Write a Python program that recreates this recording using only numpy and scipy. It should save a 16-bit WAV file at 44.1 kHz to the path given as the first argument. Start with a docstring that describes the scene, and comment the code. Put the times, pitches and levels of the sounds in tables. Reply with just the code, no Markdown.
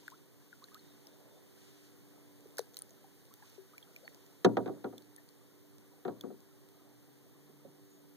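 """A calm lake, in a small drifting boat. Drips and ripples plip alongside as their bubbles ring, and
something drops in with one short splash: spray, a plop, a crackle of falling droplets. Two bouts of
knocks ring the hollow hull while something slides along it. A far motor drones under the soft wash of
the water, with thin chirps and a faint hiss; near the end a second drone climbs.
Two microphone capsules are combined by delay and subtraction into a stereo pair."""
import sys
import numpy as np
from scipy import signal
from scipy.fft import rfft, irfft
from scipy.io import wavfile

SR = 44100
rng = np.random.default_rng(int(sys.argv[2]) if len(sys.argv) > 2 else 0)


def bounce(signal):
    """Save signal as a 16-bit WAV file at the path given by the first command-line argument."""
    frames = np.transpose(np.atleast_2d(signal))
    limited = np.clip(frames, -1, 1)
    pcm = np.round(limited * 32767).astype(np.int16)
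    wavfile.write(sys.argv[1], SR, pcm)


N = 359856

# stereo width of the water and the motor: f/Hz, side over mid/dB
LAKE_WIDTH = [(30, 8), (100, 18), (250, -3), (500, -1), (1200, 3)]
# colour of the hull's crowd of quickly dying panel modes: f/Hz, level/dB
PANEL_COLOUR = [(60, -28.5), (120, -17), (185, 2), (400, 0.5), (600, -4.5), (780, -9), (1020, -13),
                (1450, -6.5), (2000, -17.5), (2900, -20.5), (3600, -10.5), (5500, -15.5), (9000, -18.5),
                (16000, -12.5)]
# how widely the hull radiates: f/Hz, side over mid/dB
HULL_WIDTH = [(110, -5), (250, -6), (450, -5.5), (750, -0.5), (1300, -1), (2500, 3.5), (8000, -6)]


def amp(db):
    return 10 ** (np.asarray(db) / 20)


def unit_rms(x):
    return x / np.sqrt(np.mean(x ** 2) + 1e-20)


def read(points, hz):
    """A spectrum joined by straight lines on a log-frequency axis."""
    f, value = np.transpose(points)
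    return np.interp(np.log(hz + 1), np.log(f + 1), value)


def curve(rows, column=1):
    """A control curve at every sample."""
    rows = np.array(rows)
    return np.interp(np.arange(N) / SR, rows[:, 0], rows[:, column])


def swells(rows):
    """Bell-shaped swells of level, one for each row."""
    t = np.arange(N) / SR
    return sum(amp(db) * np.exp(-((t - s) / half) ** 2) for s, half, db in rows)


def add(mix, s, sound):
    """Mixes a stereo sound in at time s."""
    part = mix[:, max(round(s * SR), 0):][:, :sound.shape[1]]
    part += sound[:, :part.shape[1]]


def noise(colour, size=N):
    """Two unrelated noises of the given colour, at rms 1."""
    gain = amp(read(colour, np.fft.rfftfreq(size, 1 / SR)))
    return unit_rms(irfft(rfft(rng.standard_normal((2, size))) * gain, size))


def wander(rate_hz):
    """Smooth random modulation of rms 1."""
    hz = np.fft.rfftfreq(N, 1 / SR)
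    return unit_rms(irfft(rfft(rng.standard_normal(N)) * np.exp(-(hz / rate_hz) ** 2), N))


def fuzzy_tone(hz, width_hz):
    """A tone whose level and phase wander."""
    phase = 2 * np.pi * hz * np.arange(N) / SR
    return wander(width_hz) * np.cos(phase) + wander(width_hz) * np.sin(phase)


def spread(pair, width):
    """Turns mid and side into left and right; width is the side's EQ."""
    mid, side = pair
    gain = amp(read(width, np.fft.rfftfreq(len(side), 1 / SR)))
    side = irfft(rfft(side) * gain, len(side))
    return np.array([mid + side, mid - side])


def panned(pan_db):
    """Stereo gains, the left pan_db above the right."""
    return amp(np.array([[pan_db], [-pan_db]]) / 2)


def arrival(pan, lag_s, size):
    """Time since the sound reached each capsule: the louder side hears it first."""
    late = lag_s * np.array([[pan < 0], [pan >= 0]])
    return np.maximum(np.arange(size) / SR - late, 0)


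def wash(level_db=-70.5, lapping_db=-0.78, grain_db=2.5, pan_db=-2.5):
    """The lake laps low and steady, and wavelets swell along the hull."""
    lake_colour = [(25, -48), (60, -25), (110, -4.5), (170, 1), (300, 1.5), (420, 2), (600, -6), (1000, -9),
                   (2000, -22), (5000, -58.5)]  # f/Hz, level/dB
    wavelet_colour = [(200, -28), (420, 5), (600, 5.5), (850, -3.5), (1500, -20.5), (4000, -68)]  # f/Hz, level/dB
    wavelets = [(1.25, 0.22, -70.5), (2.45, 0.61, -76.5), (4.1, 0.37, -76), (6.85, 0.24, -76),
                (7.9, 0.87, -89)]  # crest t/s, half length/s, level/dB
    bed = spread(noise(lake_colour), LAKE_WIDTH) * amp(level_db + lapping_db * wander(8.2))
    swash = spread(noise(wavelet_colour), LAKE_WIDTH) * swells(wavelets) * amp(grain_db * wander(31))
    return panned(pan_db) * (bed + swash)


def fizz(grain_db=2.0):
    """Soft swishes of finely fizzing water."""
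    fizz_colour = [(300, -38), (1500, -7), (3800, -4), (6000, -5.5), (9000, -10), (16000, -28)]  # f/Hz, level/dB
    swishes = [(.05, 0.12, -66), (.8, 0.42, -70.5), (1.7, 0.19, -65.5), (3.49, 0.1, -66.5), (4.1, .3, -73)]  # crest t/s, half length/s, level/dB
    return noise(fizz_colour) * swells(swishes) * amp(grain_db * wander(60))


def hiss(gain_db=3):
    """A smooth hiss, unrelated in the two capsules."""
    hiss_colour = [(200, -27), (1000, -4), (1900, 2.5), (2600, -1.5), (3800, 0.5), (5000, -1), (7500, -2.5),
                   (11000, -2), (16000, -4.5)]  # f/Hz, level/dB
    fader = [(0, -71), (1.5, -69), (4.2, -69), (5.5, -70.5), (8.16, -71)]  # t/s, relative level/dB
    return noise(hiss_colour) * amp(gain_db + curve(fader))


def whine(pitches_hz=(14270, 14540), width_hz=100, level_db=-85):
    """A faint steady whine at the top of the hiss."""
    return amp(level_db) * sum(fuzzy_tone(hz, width_hz) for hz in pitches_hz)


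def motor(firing_hz=97.5, waver=0.0036, fading_db=2.0, pan_db=-1):
    """A far motor: harmonics of its firing rate fade in and out over the water."""
    orders = [(2, -25.5), (3, -7), (4, -10), (5, -17), (6, -29)]  # multiple of the firing rate, level/dB
    fader = [(0, -63.5), (.6, -65), (1.3, -60.5), (2.5, -62.5), (3.6, -67), (4.3, -63), (7.2, -63),
             (8.16, -60)]  # t/s, level/dB
    firings = np.cumsum(firing_hz * (1 + waver * wander(3.7))) / SR
    mid_side = np.zeros((2, N))
    for channel in mid_side:
        for k, db in orders:
            channel += amp(db + fading_db * wander(2)) * np.sin(2 * np.pi * (k * firings + rng.random()))
    return panned(pan_db) * spread(mid_side, LAKE_WIDTH) * amp(curve(fader))


def ripples(floor_db=-71, size_db=2.5, low_hz=420, attack_s=0.0016, t60=0.076, rise=14, count=260):
    """Wavelets trap many faint bubbles all around, which blur into soft lapping."""
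    out = np.zeros((2, N))
    for when, pitch, size, side, glide in rng.random((count, 5)):
        t = arrival(side - .5, lag_s=0.00019, size=3000)
        hz = low_hz * 5 ** pitch
        db = floor_db - size_db * np.log(size + 0.017)
        envelope = amp(db - 60 * t / t60) * (1 - np.exp(-t / attack_s))
        cycles = hz * t * (1 + rise * (glide - .3) * t / 2)  # most glide up
        add(out, when * N / SR, envelope * np.sin(2 * np.pi * cycles))
    return out


def droplet(db, hz, ring_db, pan, snap_db=-1, snap_attack_s=0.000046, ring_attack_s=0.00027):
    """A droplet snaps on the surface, then a tiny bubble rings."""
    snap_colour = [(60, -51), (400, -22), (1500, -0.5), (2300, 4), (4300, 11), (7000, 8.5), (10000, 1.5),
                   (15000, 8)]  # f/Hz, level/dB
    t = arrival(pan, lag_s=0.000259, size=2000)
    t60 = 0.011 * (4000 / hz) ** 0.88  # smaller droplets ring higher and die sooner
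    ping = np.sin(2 * np.pi * hz * t) * (1 - np.exp(-t / ring_attack_s)) * amp(ring_db - 60 * t / t60)
    snap_envelope = (1 - np.exp(-t / snap_attack_s)) * amp(snap_db - 60 * t / (0.93 * t60))
    snap = noise(snap_colour, size=2000) * snap_envelope
    return panned(pan / 2) * amp(db) * (ping + snap)


def drips(spatter_db=-53, range_db=6, start_s=2.4, length_s=4.7, low_hz=3400, count=14):
    """Clear drips hit the water, and a faint spatter thins out after the splash."""
    hits = [(.079, -44, 4400, -19, 6), (.101, -47, 3580, -24, 3), (0.641, -45.5, 4100, 4.5, -1),
            (0.7447, -39, 4070, -9, -1), (1.0695, -46, 5530, 4, 18), (2.5703, -40.5, 6600, -4, 3),
            (2.5917, -28, 4110, -6.5, 6), (2.604, -54, 3760, 6, 1), (2.615, -46, 11000, -10, 1),
            (2.7435, -46.5, 6740, 5, 6), (2.7691, -34.5, 4100, -7.5, 21), (2.7895, -39.5, 9430, 10.5, 24),
            (2.8206, -42.5, 9630, 13.5, 31), (2.9068, -53.5, 6580, 8, -14), (3.3392, -41, 12300, 0, 5),
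            (3.78, -48.5, 2300, 7, -11), (3.962, -49.5, 2370, 9.5, -8), (4.146, -46, 6600, -3, 10),
            (4.9804, -45.5, 3520, 1.5, 19), (5.1629, -49, 9480, 12, 22), (5.289, -51.5, 4480, -5, 10),
            (6.21, -39.5, 3440, 1.5, -2)]  # t/s, level/dB, f/Hz, bubble ring/dB, pan left/half-dB
    out = np.zeros((2, N))
    for s, *drop in hits:
        add(out, s, droplet(*drop))
    for k, (when, size, pitch, side) in enumerate(rng.random((count, 4))):
        s = start_s + length_s * ((k + when) / count) ** 2
        db = spatter_db + range_db * (size - .5)
        add(out, s, droplet(db, low_hz * 3.5 ** pitch, ring_db=-3, pan=8 * (2 * side - 1)))
    return out


def plops(pinch_s=0.0026, wobble=0.0089):
    """An air pocket's pitch drops as it pinches off, then it rings on with a wobble."""
    # t/s, level/dB, f/Hz, extra pitch at pinch-off/share, t60/s, pan left/half-dB
    air_pockets = [(0.0805, -30, 1334, 0.32, 0.011, -26), (.528, -42, 1410, 0.29, 0.033, -12),
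                   (0.685, -45, 1700, .1, 0.019, 2), (.792, -56.5, 4160, .1, .035, 10),
                   (2.457, -41.5, 394, .15, 0.039, -3), (2.5923, -26, 449, 1.6, 0.035, 13),
                   (2.606, -41, 418, 0.19, 0.052, 17), (2.811, -58, 1250, .36, 0.068, 0),
                   (3.042, -52.5, 750, 0.45, 0.06, 0), (3.425, -47, 1630, .1, 0.029, 10),
                   (3.58, -47.5, 381.6, 0.42, .18, 23), (3.827, -48, 3210, .1, .028, 17),
                   (4.049, -58, 4400, 0.019, 0.15, 0), (4.0782, -28, 1700, 0.24, 0.0058, 19),
                   (5.181, -47, 1820, .05, 0.052, -2), (7.650, -47, 546, .08, 0.065, -12)]
    out, unsteady = np.zeros((2, N)), 1 + wobble * wander(120)
    for s, db, hz, pinch, t60, pan in air_pockets:
        t = arrival(pan, lag_s=0.00023, size=5000)
        speed = 1 + pinch ** 2  # a violent pinch-off is over sooner
        pitch = hz * (1 + pinch * np.exp(-t * speed / pinch_s)) * unsteady[round(s * SR):][:t.shape[1]]
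        cycles = np.cumsum(pitch * (t > 0), axis=1) / SR
        envelope = (1 - np.exp(-t * hz * speed)) * amp(db - 60 * t / t60)
        add(out, s, panned(pan / 2) * envelope * np.sin(2 * np.pi * cycles))
    return out


def rising_bubbles(rise_s=.036, octaves=0.73, bend=1.27, attack_s=0.00054, t60=0.19, wobble=0.033):
    """A bubble's pitch climbs ever faster as it nears the surface, where it falls silent."""
    bubbles = [(.119, -52.5, 970, 12), (.621, -55, 1030, -9), (.716, -57.5, 1130, 1),
               (.75, -51.5, 1170, 10), (3.31, -60, 1060, 0), (3.422, -58.5, 840, 3),
               (3.734, -54.5, 1180, -0.5), (4.028, -57, 507, 16)]  # t/s, level/dB, starting f/Hz, pan left/half-dB
    out, unsteady = np.zeros((2, N)), 1 + wobble * wander(200)
    for s, db, hz, pan in bubbles:
        t = arrival(pan, lag_s=0.00025, size=4000)
        ascent = np.minimum(t / rise_s, 2)  # 1 at the surface
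        pitch = hz * 2 ** (octaves * ascent ** bend) * unsteady[round(s * SR):][:t.shape[1]]
        cycles = np.cumsum(pitch * (t > 0), axis=1) / SR
        envelope = (1 - np.exp(-t / attack_s)) * amp(db - 60 * t / t60) * np.exp(-ascent ** 10)
        add(out, s, panned(pan / 2) * envelope * np.sin(2 * np.pi * cycles))
    return out


def chirps(half_s=0.063, width_hz=70):
    """Thin, far chirps, each a short swell of a fuzzy tone."""
    notes = [(.88, 3630, -78), (.88, 3880, -79.5), (1.12, 3590, -79), (1.12, 3870, -87),
             (1.36, 3590, -77.5), (7.93, 6670, -77.5)]  # middle t/s, f/Hz, level/dB
    return sum(swells([(s, half_s, db)]) * fuzzy_tone(hz, width_hz) for s, hz, db in notes)


def spray(attack_s=0.00069, t60=0.013, mist_db=-24, mist_t60=0.17, grain_db=3):
    """A brief crackling sheet of spray just before the cavity plops; a fine mist trails it."""
    impacts = [(2.5778, -46), (2.5825, -28.5)]  # the surface is grazed, then broken: t/s, level/dB
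    spray_colour = [(60, -60), (300, -69), (1600, 19.5), (3000, -15), (4400, 16), (7000, 3), (10000, 10.5),
                    (15000, 1)]  # f/Hz, level/dB
    envelope = 0
    for s, db in impacts:
        t = np.maximum(np.arange(N) / SR - s, 0)
        decay = amp(-60 * t / t60) + amp(mist_db - 60 * t / mist_t60)
        envelope += amp(db) * (1 - np.exp(-t / attack_s)) * decay
    return noise(spray_colour) * envelope * amp(grain_db * wander(1500))


def falling_spray(middle_s=2.778, spread_s=.02, level_db=-49, range_db=6, low_hz=6000, count=7):
    """The finest spray thrown up by the splash lands together in a short crackle."""
    out = np.zeros((2, N))
    for k, (when, size, pitch, side) in enumerate(rng.random((count, 4))):
        s = middle_s + spread_s * (2 * (k + when) / count - 1)
        db = level_db + range_db * (size - .5)
        add(out, s, droplet(db, low_hz * 2 ** pitch, ring_db=-5, pan=6 * (2 * side - 1)))
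    return out


def knocks(modes_db=-8, panels_db=-8, build_cycles=1.64, scatter_db=0.5):
    """Each blow rings the hull; slow bending waves let the bass arrive after the crack."""
    blows = [(4.4457, -10.5, 4800, 7), (4.5686, -18.5, 2460, -6.5), (4.658, -31, 2360, 11),
             (4.676, -31, 2050, -12), (4.693, -29.5, 746, 4), (4.8417, -27, 1820, 1.5),
             (4.926, -42.5, 1310, 4), (6.0500, -32, 1900, 16), (6.058, -32.5, 446, 8),
             (6.0788, -28.5, 1830, 4), (6.236, -35, 880, 31), (6.301, -38, 605, 11),
             (7.491, -50.5, 403.5, -6), (7.646, -44.5, 430, -8)]  # t/s, level/dB, hardness as low-pass f/Hz, pan left/half-dB
    hull_modes = [(116.8, -20, 0.61), (169.5, -12.5, 0.22), (209, -14, 0.16), (267.8, -7, 0.29),
                  (296.8, -18, 0.74), (309, -5.5, 0.071), (372.4, 3, 0.12), (386.4, -7, 0.25),
                  (418.3, -2.5, 0.15), (486.3, -2, 0.11), (514.3, -17, 0.28), (524, -17.5, 0.052),
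                  (706, -10.5, 0.12), (722, -1.5, 0.085), (779, -6.5, 0.082), (840, -16, 0.046),
                  (950, -18, 0.19), (1115, -19.5, 0.144), (1250, -11, 0.058), (1307, -31.5, .09)]  # f/Hz, relative level/dB, t60/s
    panel_decay = [(150, 0.27), (500, 0.21), (1400, 0.07), (3500, 0.035), (8000, 0.036), (15000, 0.027)]  # f/Hz, t60/s
    hull_balance = [(110, -11.5), (200, 4), (350, 3), (550, -3.5), (750, -8), (1500, 3)]  # f/Hz, left over right/dB
    out, size = np.zeros((2, N)), 2 ** 15
    t, hz = np.arange(size) / SR, np.fft.rfftfreq(size, 1 / SR)
    centres = np.geomspace(100, 16000, 12)
    bands = [np.interp(np.log(hz + 1), np.log(centres), row) for row in np.eye(len(centres))]

    def envelope(f, t60):
        """Swells over the first cycles, then dies."""
        build = 1 - np.exp(-(t * f / build_cycles) ** 2)
        return panned(read(hull_balance, f)) * build * amp(-60 * t / t60)

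    shapes = [envelope(f, read(panel_decay, f)) for f in centres]
    modes = [(f, amp(db) * envelope(f, t60) * np.exp(2j * np.pi * f * t)) for f, db, t60 in hull_modes]
    for s, db, hard_hz, pan in blows:
        panels = rfft(spread(noise(PANEL_COLOUR, size), HULL_WIDTH))
        ring = amp(panels_db) * sum(irfft(panels * band) * shape for band, shape in zip(bands, shapes))
        for f, mode in modes:
            start, side, strength = rng.standard_normal(3)
            stereo_angle = np.sign(side) * np.arctan(amp(read(HULL_WIDTH, f)))
            phase = np.pi * start + stereo_angle * np.array([[1], [-1]])
            ring += amp(modes_db + scatter_db * strength) * (mode * np.exp(1j * phase)).real
        lowpass = signal.butter(2, hard_hz, fs=SR)  # a soft blow holds less treble
        add(out, s, amp(db) * panned(pan / 2) * signal.lfilter(*lowpass, ring))
    return out


def rubbing(attack_s=.015, sag_db_per_s=19, release_db_per_s=170, grain_db=3, grain_hz=90, soft_hz=650):
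    """Soft, uneven friction keeps the panels murmuring between blows and weakens as the slide slows."""
    slides = [(4.453, 0.558, -51.5), (6.096, 0.26, -59.5)]  # start t/s, length/s, level/dB
    envelope = 0
    for s, length, db in slides:
        t = np.maximum(np.arange(N) / SR - s, 0)
        fade_db = sag_db_per_s * t + release_db_per_s * np.maximum(t - length, 0)
        envelope += (1 - np.exp(-t / attack_s)) * amp(db - fade_db)
    murmur = spread(noise(PANEL_COLOUR), HULL_WIDTH) * envelope * amp(grain_db * wander(grain_hz))
    return signal.lfilter(*signal.butter(2, soft_hz, fs=SR), murmur)


def climbing_drone(fading_db=2, fading_hz=6.8):
    """A second far drone climbs as it speeds up."""
    climb = [(6.7, 116, -92), (6.9, 125, -79), (7.3, 142, -77), (7.7, 149.7, -72), (8.16, 157.9, -80)]  # t/s, f/Hz, level/dB
    running = np.arange(N) / SR > climb[0][0]
    level = amp(curve(climb, column=2) + fading_db * wander(fading_hz))
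    cycles = np.cumsum(curve(climb)) / SR
    return running * level * np.sqrt(2) * np.sin(2 * np.pi * cycles)


def scene():
    """The hull, the water and the far surroundings."""
    hull = knocks() + rubbing()
    splashes = plops() + rising_bubbles() + drips() + spray() + falling_spray()
    lake = ripples() + wash() + fizz()
    surroundings = hiss() + chirps() + whine() + motor() + climbing_drone()
    return hull + splashes + lake + surroundings


def record(dry, delay_s=17 / SR, lift_hz=550, lift_end_hz=40, edge_hz=15850):
    """Each channel is one capsule minus the delayed other; then a bass lift on the mid and a high cut."""
    hz = np.fft.rfftfreq(N, 1 / SR)
    delay = np.exp(-2j * np.pi * hz * delay_s)
    bass_lift = 1 + lift_hz / (lift_end_hz + 1j * hz)
    left, right = rfft(dry)
    mid = (left + right) / 2 * (1 - delay) * bass_lift
    side = (left - right) / 2 * (1 + delay)
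    pair = irfft(np.array([mid + side, mid - side]), N) / np.sqrt(2)
    high_cut = signal.firwin(511, edge_hz, window=("kaiser", 9), fs=SR)
    return signal.oaconvolve(pair, high_cut[None], "same")


dry = scene()
out = record(dry)
bounce(out)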